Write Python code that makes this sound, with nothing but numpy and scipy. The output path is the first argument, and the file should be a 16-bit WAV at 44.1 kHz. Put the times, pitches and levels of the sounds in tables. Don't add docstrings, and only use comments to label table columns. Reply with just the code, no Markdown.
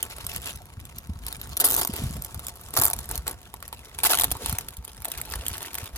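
import sys
import numpy as np
from scipy import signal
from scipy.fft import rfft, irfft, next_fast_len
from scipy.io import wavfile
from scipy.ndimage import map_coordinates

SR = 44100
rng = np.random.default_rng(int(sys.argv[2]) if len(sys.argv) > 2 else 0)


def persist_wave(psi):
    counts = np.round(np.clip(psi, -1, 1) * 32767).astype(np.int16)
    wavfile.write(sys.argv[1], SR, np.atleast_2d(counts).T)


N = 263277
TIME = np.arange(N) / SR
PADDED = next_fast_len(N + 8192, real=True)
GRAIN = 1024


def from_db(db):
    return 10 ** (np.asarray(db) / 20)


def rms_one(x):
    power = np.mean(x ** 2, axis=-1, keepdims=True)
    return x / np.sqrt(power + 1e-20)


def in_time(rows, when=TIME):
    s, *columns = np.transpose(rows)
    return [np.interp(when, s, column) for column in columns]


def slow_chance(per_s):
    return np.interp(TIME * per_s, np.arange(GRAIN), rng.standard_normal(GRAIN))


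def frequencies(size):
    return np.maximum(np.fft.rfftfreq(size, 1 / SR), 1)


def over_hz(points, size):
    hz, value = np.transpose(points)
    return np.interp(np.log(frequencies(size)), np.log(hz), value)


# (frequency [Hz], likeness [0 to 1])
LIKENESS = [(60, .92), (200, .98), (700, .94), (1500, .84), (2500, .72), (4000, .4), (7000, .4),
            (9000, .82), (15000, .82)]


def vibration(noise, gain, size):
    cepstrum = irfft(np.log(gain + 1e-9), size)[..., :size // 2]
    cepstrum[..., 1:] *= 2
    colour = np.exp(rfft(cepstrum, size))
    alike = np.clip(over_hz(LIKENESS, size), 0, 1)
    shared, apart = rfft(noise, size)
    shared = np.sqrt((1 + alike) / 2) * shared
    apart = np.sqrt((1 - alike) / 2) * apart
    return irfft(np.array([shared + apart, shared - apart]) * colour, size)


def hiss(level_db, spectrum):
    noise = rng.standard_normal((2, N)) * from_db(level_db)
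    gain = rms_one(from_db(over_hz(spectrum, PADDED)))
    return vibration(noise, gain, PADDED)[:, :N]


def fold_resonances(count, order=44):
    place = np.sqrt(np.linspace(0, 1, GRAIN // 2 + 1)) * (order - 1)
    tents = np.maximum(1 - abs(place - np.arange(order)[:, None]), 0)
    return rng.standard_normal((count, order)) @ tents


# (start [s], end [s], crinkling film level [dB],
# tissue paper level [dB], lesser snaps level [dB])
PULLS = [(0.037, 0.068, -42.5, -45.5, -39), (0.294, 0.385, -43.5, -47.5, -37),
         (0.456, 0.483, -40.5, -43, -39.5), (1.272, 1.352, -45, -48, -36), (1.599, 1.672, -38.5, -37, -33),
         (1.691, 1.825, -37, -40, -31), (1.928, 2.05, -40.5, -43.5, -43), (2.387, 2.494, -47, -49, -45),
         (2.738, 2.764, -37, -40, -43), (2.769, 2.851, -40, -34, -35), (2.86, 2.909, -41, -41, -40),
         (3.101, 3.167, -43.5, -43.5, -37), (3.268, 3.311, -41, -41, -33), (3.99, 4.03, -42, -45.5, -45),
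         (4.041, 4.106, -29.5, -39, -30), (4.124, 4.248, -35, -40.5, -34.5),
         (4.403, 4.514, -42, -44.5, -39), (5.052, 5.138, -45, -49.5, -40), (5.295, 5.36, -42.5, -45.5, -37),
         (5.525, 5.62, -41, -46, -35)]
# (time [s], crinkling film level [dB])
HOLD = [(0, -48), (0.45, -48), (0.72, -56), (1.2, -54), (1.5, -49), (2.12, -45), (2.3, -50), (2.66, -51),
        (2.8, -43), (2.97, -44), (3.46, -56), (3.9, -52), (4.3, -44), (4.62, -45.5), (4.78, -56),
        (4.98, -53.5), (5.15, -45), (5.86, -44.5), (5.91, -54.5), (5.97, -43)]
ATTACK_S, RELEASE_S = 0.0088, .028
USUAL_EFFORT_DB = -45
TISSUE_DB, TISSUE_FOLLOWS = -48.5, 0.78
FAINT_SNAP_DB, SNAP_FOLLOWS = -36.5, 0.94


def handling():
    effort_db, = in_time(HOLD)
    above_db = effort_db - USUAL_EFFORT_DB
    tissue_db = TISSUE_DB + TISSUE_FOLLOWS * above_db
    snap_db = FAINT_SNAP_DB + SNAP_FOLLOWS * above_db
    level = from_db([effort_db, tissue_db, snap_db])
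    for start, end, *db in PULLS:
        slack = np.maximum(start - TIME, 0) / ATTACK_S + np.maximum(TIME - end, 0) / RELEASE_S
        pull = from_db(db)[:, None] * np.exp(-np.minimum(slack, 20))
        level = np.maximum(level, pull)
    return 20 * np.log10(level)


# (time [s], ring level [dB], hollow level [dB])
GRIP = [(1.3, 4.5, -5), (1.6, 2.5, 1.5), (1.78, -3, 2), (2.0, 5, 5), (2.3, -2, -9), (2.82, -6.5, -9),
        (3.2, -0.5, -6.5), (3.6, 5, -0.5), (4.15, 2, -2.5), (5.7, 3.5, -4.5)]
RING_HZ, HOLLOW_HZ, WIDTH_OCTAVES = 2520, 312, 0.65
TAUT_SHORTENS = .35
FOLD_S, FOLD_COLOUR_DB = .035, 2.8
TAIL_T60_S = .016


def creases(s, crack_db, body_db, film, sheet, colour_db, rise_s, t60, t60_spread_db, tail_db):
    count, age = len(s), np.arange(GRAIN) / SR
    folds = fold_resonances(int(N / SR / FOLD_S) + 2)
    shared_db = FOLD_COLOUR_DB * folds[(s / FOLD_S).astype(int)]
    own_db = colour_db * fold_resonances(count) + shared_db
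    crack = from_db(crack_db)[:, None] * rms_one(from_db(over_hz(film, GRAIN) + own_db))
    body = from_db(body_db)[:, None] * rms_one(from_db(over_hz(sheet, GRAIN) + own_db))

    ring, hollow = (np.exp(-.5 * (np.log2(frequencies(GRAIN) / hz) / WIDTH_OCTAVES) ** 2)
                    for hz in (RING_HZ, HOLLOW_HZ))
    ring_db, hollow_db = in_time(GRIP, s[:, None])
    gain = np.hypot(crack, body) * from_db(ring_db * ring + hollow_db * hollow)

    spread_db = t60_spread_db * rng.uniform(-0.032, 1, (count, 1))
    life = t60 * from_db(spread_db - TAUT_SHORTENS * ring_db)
    fade = 1000 ** (-age / life) + from_db(tail_db) * 1000 ** (-age / TAIL_T60_S)
    shape = rms_one((1 - np.exp(-age / rise_s)) * fade)
    shape *= np.sqrt(.004 * SR / GRAIN)
    grains = vibration(rng.standard_normal((2, count, GRAIN)) * shape, gain, GRAIN)

    out = np.zeros((2, N + GRAIN))
    for k, at in enumerate(np.clip((s * SR).astype(int), 0, N - 1)):
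        out[:, at:at + GRAIN] += grains[:, k]
    return out[:, :N]


# (time [s], crack level [dB], level of the sheet's body [dB])
SNAPS = [(0.0276, -19, -38.5), (0.183, -37, -41.5), (0.266, -25, -40), (0.3615, -25.5, -40),
         (0.3789, -38, -48.5), (0.4574, -30.5, -40), (0.472, -37, -48), (0.5, -44, -47),
         (0.558, -35.5, -60), (0.8524, -36, -50.5), (0.984, -30.5, -58), (1.2653, -27.5, -47),
         (1.282, -30, -51), (1.3263, -29.5, -40), (1.414, -31.5, -40.5), (1.5681, -21.5, -40),
         (1.573, -22.5, -35.5), (1.6, -15, -34), (1.6177, -28, -34.5), (1.6411, -22, -28.5),
         (1.6749, -21.5, -46), (1.686, -22, -47), (1.697, -23, -42), (1.7034, -20, -39),
         (1.711, -17.5, -37), (1.7207, -21, -31), (1.7302, -20.5, -36), (1.7411, -19, -32),
         (1.7478, -19, -36), (1.7638, -18.5, -35), (1.8125, -19.5, -32), (1.817, -24.5, -27),
         (1.831, -24, -32), (1.849, -23, -28.5), (1.8733, -22.5, -34), (1.936, -29, -39.5),
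         (1.963, -26.5, -37), (2.141, -40, -45), (2.221, -30, -54), (2.2467, -28, -41), (2.3445, -31, -39),
         (2.393, -32.5, -39.5), (2.4671, -26.5, -38), (2.483, -31.5, -35.5), (2.612, -41.5, -47),
         (2.738, -26.5, -35), (2.7733, -17.5, -22), (2.7828, -24, -26), (2.7882, -21, -21.5),
         (2.7975, -15.5, -29), (2.8351, -14.5, -25.5), (2.8635, -19, -28.5), (2.8735, -23, -37),
         (2.8811, -25, -29.5), (2.9, -24.5, -34), (2.91, -30.5, -33), (2.9324, -19.5, -28),
         (2.9886, -28, -33), (3.09, -31, -41), (3.112, -25.5, -34.5), (3.1551, -26, -48.5),
         (3.1771, -27, -51), (3.2783, -21.5, -39), (3.3112, -30, -52), (3.5397, -35.5, -39),
         (3.6258, -35.5, -40), (3.6791, -36, -54), (3.7272, -34.5, -39), (3.9868, -28.5, -32.5),
         (4.034, -21, -30), (4.069, -17, -36), (4.0969, -23, -27), (4.103, -23, -22.5),
         (4.1336, -19, -22.5), (4.144, -22.5, -25.5), (4.1516, -21, -28), (4.1731, -22, -30.5),
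         (4.187, -17.5, -27.5), (4.1969, -15.5, -25.5), (4.2107, -18.5, -28), (4.2186, -17.5, -33),
         (4.2352, -18, -27), (4.2417, -14, -27.5), (4.3146, -17.5, -29.5), (4.3192, -20.5, -32.5),
         (4.46, -22, -30), (4.495, -25, -32), (4.5261, -24.5, -33.5), (4.585, -21, -40.5),
         (4.685, -28, -39.5), (4.7684, -34, -55.5), (4.849, -33, -63), (4.878, -38, -46),
         (5.02, -34.5, -46.5), (5.0465, -25, -41), (5.0534, -25.5, -34.5), (5.0827, -31, -52),
         (5.1167, -23, -41), (5.176, -31, -54), (5.214, -27, -52), (5.322, -28.5, -41), (5.337, -34, -32),
         (5.3563, -32, -37), (5.4644, -26, -51), (5.4819, -21.5, -46), (5.58, -29.5, -43),
         (5.6281, -31.5, -41), (5.743, -27.5, -43), (5.7524, -27, -39), (5.784, -28.5, -35.5),
         (5.9602, -33, -44)]
# (frequency [Hz], relative level [dB])
FILM = [(700, -24), (1500, -26), (2500, -16), (3400, -7.5), (5500, -10.5), (7200, -5), (8500, 2),
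        (11000, 0.5), (13300, 5), (15000, -6.5), (16000, -20)]
# (frequency [Hz], relative level [dB])
SHEET = [(150, -32), (320, 0.5), (480, -7), (800, 1.5), (1200, -1.5), (1800, -6), (2500, -9), (4000, -6.5),
         (8000, -13)]


def bag_snaps(crack_db=0.0, body_db=2.5, rebound_s=0.0033, rebound_db=-12):
    s, crack, body = np.transpose(SNAPS)
    later, weaker = rng.random((len(s), 2)).T
    weaker_db = rebound_db * (.5 + weaker)
    s = np.r_[s, s + rebound_s * (.2 + later)]
    crack = np.r_[crack, crack + weaker_db]
    body = np.r_[body, body + weaker_db]
    return creases(s, crack + crack_db, body + body_db, FILM, SHEET,
                   colour_db=2.4, rise_s=0.0009, t60=0.006, t60_spread_db=3, tail_db=-22)


# (start [s], end [s], crack level [dB], level of the sheet's body [dB])
SLIPS = [(1.604, 1.609, -15, -38), (1.6099, 1.615, -13.5, -32), (1.644, 1.659, -14.5, -30),
         (1.661, 1.672, -19.5, -33), (1.776, 1.802, -24, -29.5), (2.766, 2.778, -21.5, -21),
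         (2.8139, 2.824, -15.5, -22), (2.8435, 2.847, -12, -28), (2.851, 2.856, -12.5, -28),
         (4.034, 4.044, -19, -28.5), (4.049, 4.068, -19, -24), (4.106, 4.123, -18, -25)]


def bag_slips(jerks_per_s=540, uneven_db=2.0, gain_db=-4.0):
    jerks = [(s, crack, body) for start, end, crack, body in SLIPS
             for s in np.arange(start, end, 1 / jerks_per_s)]
    s, crack, body = np.transpose(jerks)
    jitter, force = rng.standard_normal((len(s), 2)).T
    force_db = gain_db + uneven_db * force
    return creases(s + 0.21 * jitter / jerks_per_s, crack + force_db, body + force_db, FILM, SHEET,
                   colour_db=2.0, rise_s=0.0003, t60=0.0045, t60_spread_db=0, tail_db=-18)


def lesser_snaps(level_db, per_s=19, rate_follows=.85, body_db=-46, body_follows=0.66, uneven_db=-0.5):
    above_db = level_db - FAINT_SNAP_DB
    strain = np.cumsum(per_s * from_db(rate_follows * above_db)) / SR
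    chance = rng.random((GRAIN, 3))[:int(strain[-1])]
    at = np.searchsorted(strain, np.arange(len(chance)) + chance[:, 0])
    crack_off, body_off = uneven_db * (2 * chance[:, 1:].T - 1)
    crack = level_db[at] + crack_off
    body = body_db + body_follows * above_db[at] + body_off
    return creases(at / SR, crack, body, FILM, SHEET,
                   colour_db=2.5, rise_s=0.0008, t60=0.006, t60_spread_db=3, tail_db=-22)


# (frequency [Hz], relative level [dB])
FINE_FILM = [(700, -41), (1500, -8), (2600, 1), (4000, 0.5), (6000, -0.5), (7500, 0.5), (8500, 3),
             (11000, -0.5), (13500, 1), (15000, -26), (16000, -1.5)]
# (frequency [Hz], relative level [dB])
TISSUE = [(150, -10), (320, 0.5), (500, -1), (900, -2.5), (1300, -3), (1800, -8), (2500, -12),
          (4000, -14.5), (8000, -55)]


def crinkling(film_db, tissue_db, calm_per_s=250, spread_db=4.5, film_gain_db=1.0,
              tissue_gain_db=-2.0, film_rub_db=-6.0, tissue_rub_db=-2.5):
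    per_s = calm_per_s * from_db(.35 * (film_db - np.median(film_db)))
    flurry = from_db(7 * slow_chance(45))
    at = np.flatnonzero(rng.random(N) < per_s * flurry / flurry.mean() / SR)
    size = from_db(spread_db * np.minimum(rng.exponential(1, (len(at), 2)), 3)).T
    size_db = 20 * np.log10(rms_one(size) / np.sqrt(.004 * per_s[at]))
    film_tick_db = film_db[at] + film_gain_db + size_db[0]
    tissue_tick_db = tissue_db[at] + tissue_gain_db + size_db[1]
    ticks = creases(at / SR, film_tick_db, tissue_tick_db, FINE_FILM, TISSUE,
                    colour_db=3.2, rise_s=0.00094, t60=0.01, t60_spread_db=5.0, tail_db=-18)
    film_rub = hiss(film_db + film_rub_db, FINE_FILM)
    tissue_rub = hiss(tissue_db + tissue_rub_db, TISSUE)
    return ticks + film_rub + tissue_rub


# (time [s], starting level [dB], pitch [Hz])
POPS = [(3.728, -27, 950), (4.3535, -24.5, 985), (4.3629, -31.5, 1100), (4.586, -23, 2170),
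        (4.686, -26.5, 3340), (5.2144, -24.5, 2156), (5.4656, -16.5, 3160), (5.648, -25, 1870),
        (5.784, -25.5, 2130)]


def bag_pops(gain_db=0.0, ring_cycles=15):
    out = np.zeros(N)
    for s, peak_db, hz in POPS:
        span = (TIME >= s) & (TIME < s + .03)
        cycles = (TIME[span] - s) * hz
        fade = np.exp(-np.log(1000) * cycles / ring_cycles)
        out[span] += from_db(peak_db + gain_db) * fade * np.sin(2 * np.pi * cycles)
    return out


# (start [s], end [s], level [dB], first pitch [Hz], last pitch [Hz])
RUBS = [(0.6, 0.62, -44, 905, 710), (4.391, 4.452, -38, 611, 345), (4.455, 4.488, -55, 1050, 646),
        (5.064, 5.101, -42, 800, 481), (5.254, 5.315, -51.5, 1210, 518), (5.41, 5.445, -47.5, 750, 450)]


def finger_rubs(gain_db=0.0, width_hz=110):
    out = np.zeros(N)
    slow_only = signal.butter(2, width_hz, fs=SR, output="sos")
    for start, end, db, first_hz, last_hz in RUBS:
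        along = np.clip((TIME - start) / (end - start), 0, 1)
        phase = 2 * np.pi * np.cumsum(first_hz * (last_hz / first_hz) ** along) / SR
        friction = rms_one(signal.sosfilt(slow_only, rng.standard_normal((2, N))))
        note = friction[0] * np.cos(phase) + friction[1] * np.sin(phase)
        out += from_db(db + gain_db) * np.sin(np.pi * along) * note
    return out


# (start [s], end [s], level [dB])
SLIDES = [(1.92, 2.132, -42), (4.372, 4.577, -39.5), (5.213, 5.45, -56)]


def bag_slides(gain_db=0.0):
    speed = np.zeros(N)
    for start, end, db in SLIDES:
        along = np.clip((TIME - start) / (end - start), 0, 1)
        speed += from_db(db) * np.sin(np.pi * along)
    return speed * hiss(gain_db, FINE_FILM)


# (frequency [Hz], relative level [dB])
BOX = [(150, 2), (250, 5), (340, 12), (490, 2), (690, 11), (1500, 5), (4000, 6), (15000, 0)]


def inside_box(x, wet_db=-15, t60=0.04, first_s=0.00356, size=8192):
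    age = np.arange(size) / SR - first_s
    fade = (age > 0) * np.exp(-np.log(1000) * age / t60)
    echoes = rms_one(rng.standard_normal((2, size)) * fade) / np.sqrt(size)
    walls = vibration(echoes, rms_one(from_db(over_hz(BOX, size))), size)
    return x + from_db(wet_db) * signal.oaconvolve(x, walls, axes=1)[:, :N]


# (time [s], level [dB], pitch [Hz])
BUMPS = [(0.772, -33.5, 87.6), (1.092, -31, 203), (1.094, -28.5, 72.5), (1.155, -33, 84.6),
         (1.893, -25.5, 212), (1.927, -32.5, 71.3), (1.992, -32.5, 94.1), (2.017, -28.5, 204),
         (2.036, -25.5, 119), (2.053, -26, 85.5), (2.101, -30.5, 171), (2.153, -33, 141),
         (2.786, -25.5, 100.7), (3.114, -32.5, 55.5), (3.178, -29.5, 61.4), (4.311, -30.5, 61.8),
         (4.485, -30, 64.7), (4.521, -31.5, 173), (4.528, -27.5, 94.5), (4.78, -36, 61.4),
         (5.357, -34, 59.7), (5.388, -34.5, 67.6), (5.508, -32.5, 74.8), (5.825, -33.5, 91.5),
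         (5.934, -35.5, 55)]


def box_bumps(gain_db=4.5, swell_cycles=0.54, overtone=2.25, overtone_db=-12, soft_hz=330):
    out = np.zeros(N)
    for s, peak_db, hz in BUMPS:
        span = (TIME >= s) & (TIME < s + .2)
        cycles = (TIME[span] - s) * hz
        swell = cycles / swell_cycles * np.exp(1 - cycles / swell_cycles)
        panel = from_db(overtone_db) * swell * np.sin(2 * np.pi * overtone * cycles)
        swing = np.sin(2 * np.pi * cycles) + panel
        out[span] += from_db(peak_db + gain_db) * swell * swing * rng.choice([-1, 1])
    return signal.sosfilt(signal.butter(3, soft_hz, fs=SR, output="sos"), out)


# (time [s], level [dB])
RUMBLE = [(0, -43.5), (.5, -45), (1.35, -40.5), (1.6, -42.5), (1.87, -45.5), (2.05, -38), (2.6, -43),
          (3.3, -42), (3.5, -51), (4.4, -44), (4.75, -53), (5.2, -44.5), (5.97, -48.5)]
# (frequency [Hz], relative level [dB])
LOW_AIR = [(20, -33), (35, -7), (55, 3), (85, -1), (130, -7.5), (200, -14), (320, -24.5), (700, -55),
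           (2000, -57)]
# (frequency [Hz], relative level [dB])
OUTDOORS = [(100, 4), (400, 10), (950, 16), (1800, 1), (4000, -16), (13500, -5), (16000, 0)]
OUTDOORS_DB = -62.5


def air(rumble_gain_db=-0.5, lumpy_db=5.0, lumps_per_s=25):
    rumble_db, = in_time(RUMBLE)
    lumps_db = lumpy_db * slow_chance(lumps_per_s)
    rumble = hiss(rumble_db + rumble_gain_db + lumps_db, LOW_AIR)
    return rumble + hiss(OUTDOORS_DB, OUTDOORS)


# (time [s], lead of the left channel [ms])
LEFT_LEAD = [(0, 0.15), (1.7, 0.17), (2.85, 0.13), (3.3, 0.13), (5.3, 0.096)]


def microphone_pair(x, split_hz=7700, high_lag_ms=0.2905):
    hz = frequencies(PADDED)
    top = rfft(x, PADDED) / (1 + (split_hz / np.maximum(hz, 100)) ** 40)
    low = x - irfft(top, PADDED)[:, :N]
    lead_ms, = in_time(LEFT_LEAD)
    late_low = map_coordinates(low[1], [(TIME - lead_ms / 1000) * SR], order=3, mode="nearest")
    late_top = irfft(top[0] * np.exp(-2j * np.pi * hz * high_lag_ms / 1000), PADDED)[:N]
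    right_top = x[1] - low[1]
    return np.array([low[0] + late_top, late_low + right_top])


def scene():
    film_db, tissue_db, snap_db = handling()
    bag = bag_snaps() + bag_slips() + lesser_snaps(snap_db) + bag_pops()
    sheets = bag + crinkling(film_db, tissue_db) + finger_rubs() + bag_slides()
    background = box_bumps() + air()
    return microphone_pair(inside_box(sheets) + background)


CUTOFF_HZ = 16000


def record(dry):
    rounded = 1.1 * np.tanh(dry / 1.1)
    return signal.sosfilt(signal.ellip(10, .1, 80, CUTOFF_HZ, fs=SR, output="sos"), rounded)


dry = scene()
out = record(dry)
persist_wave(out)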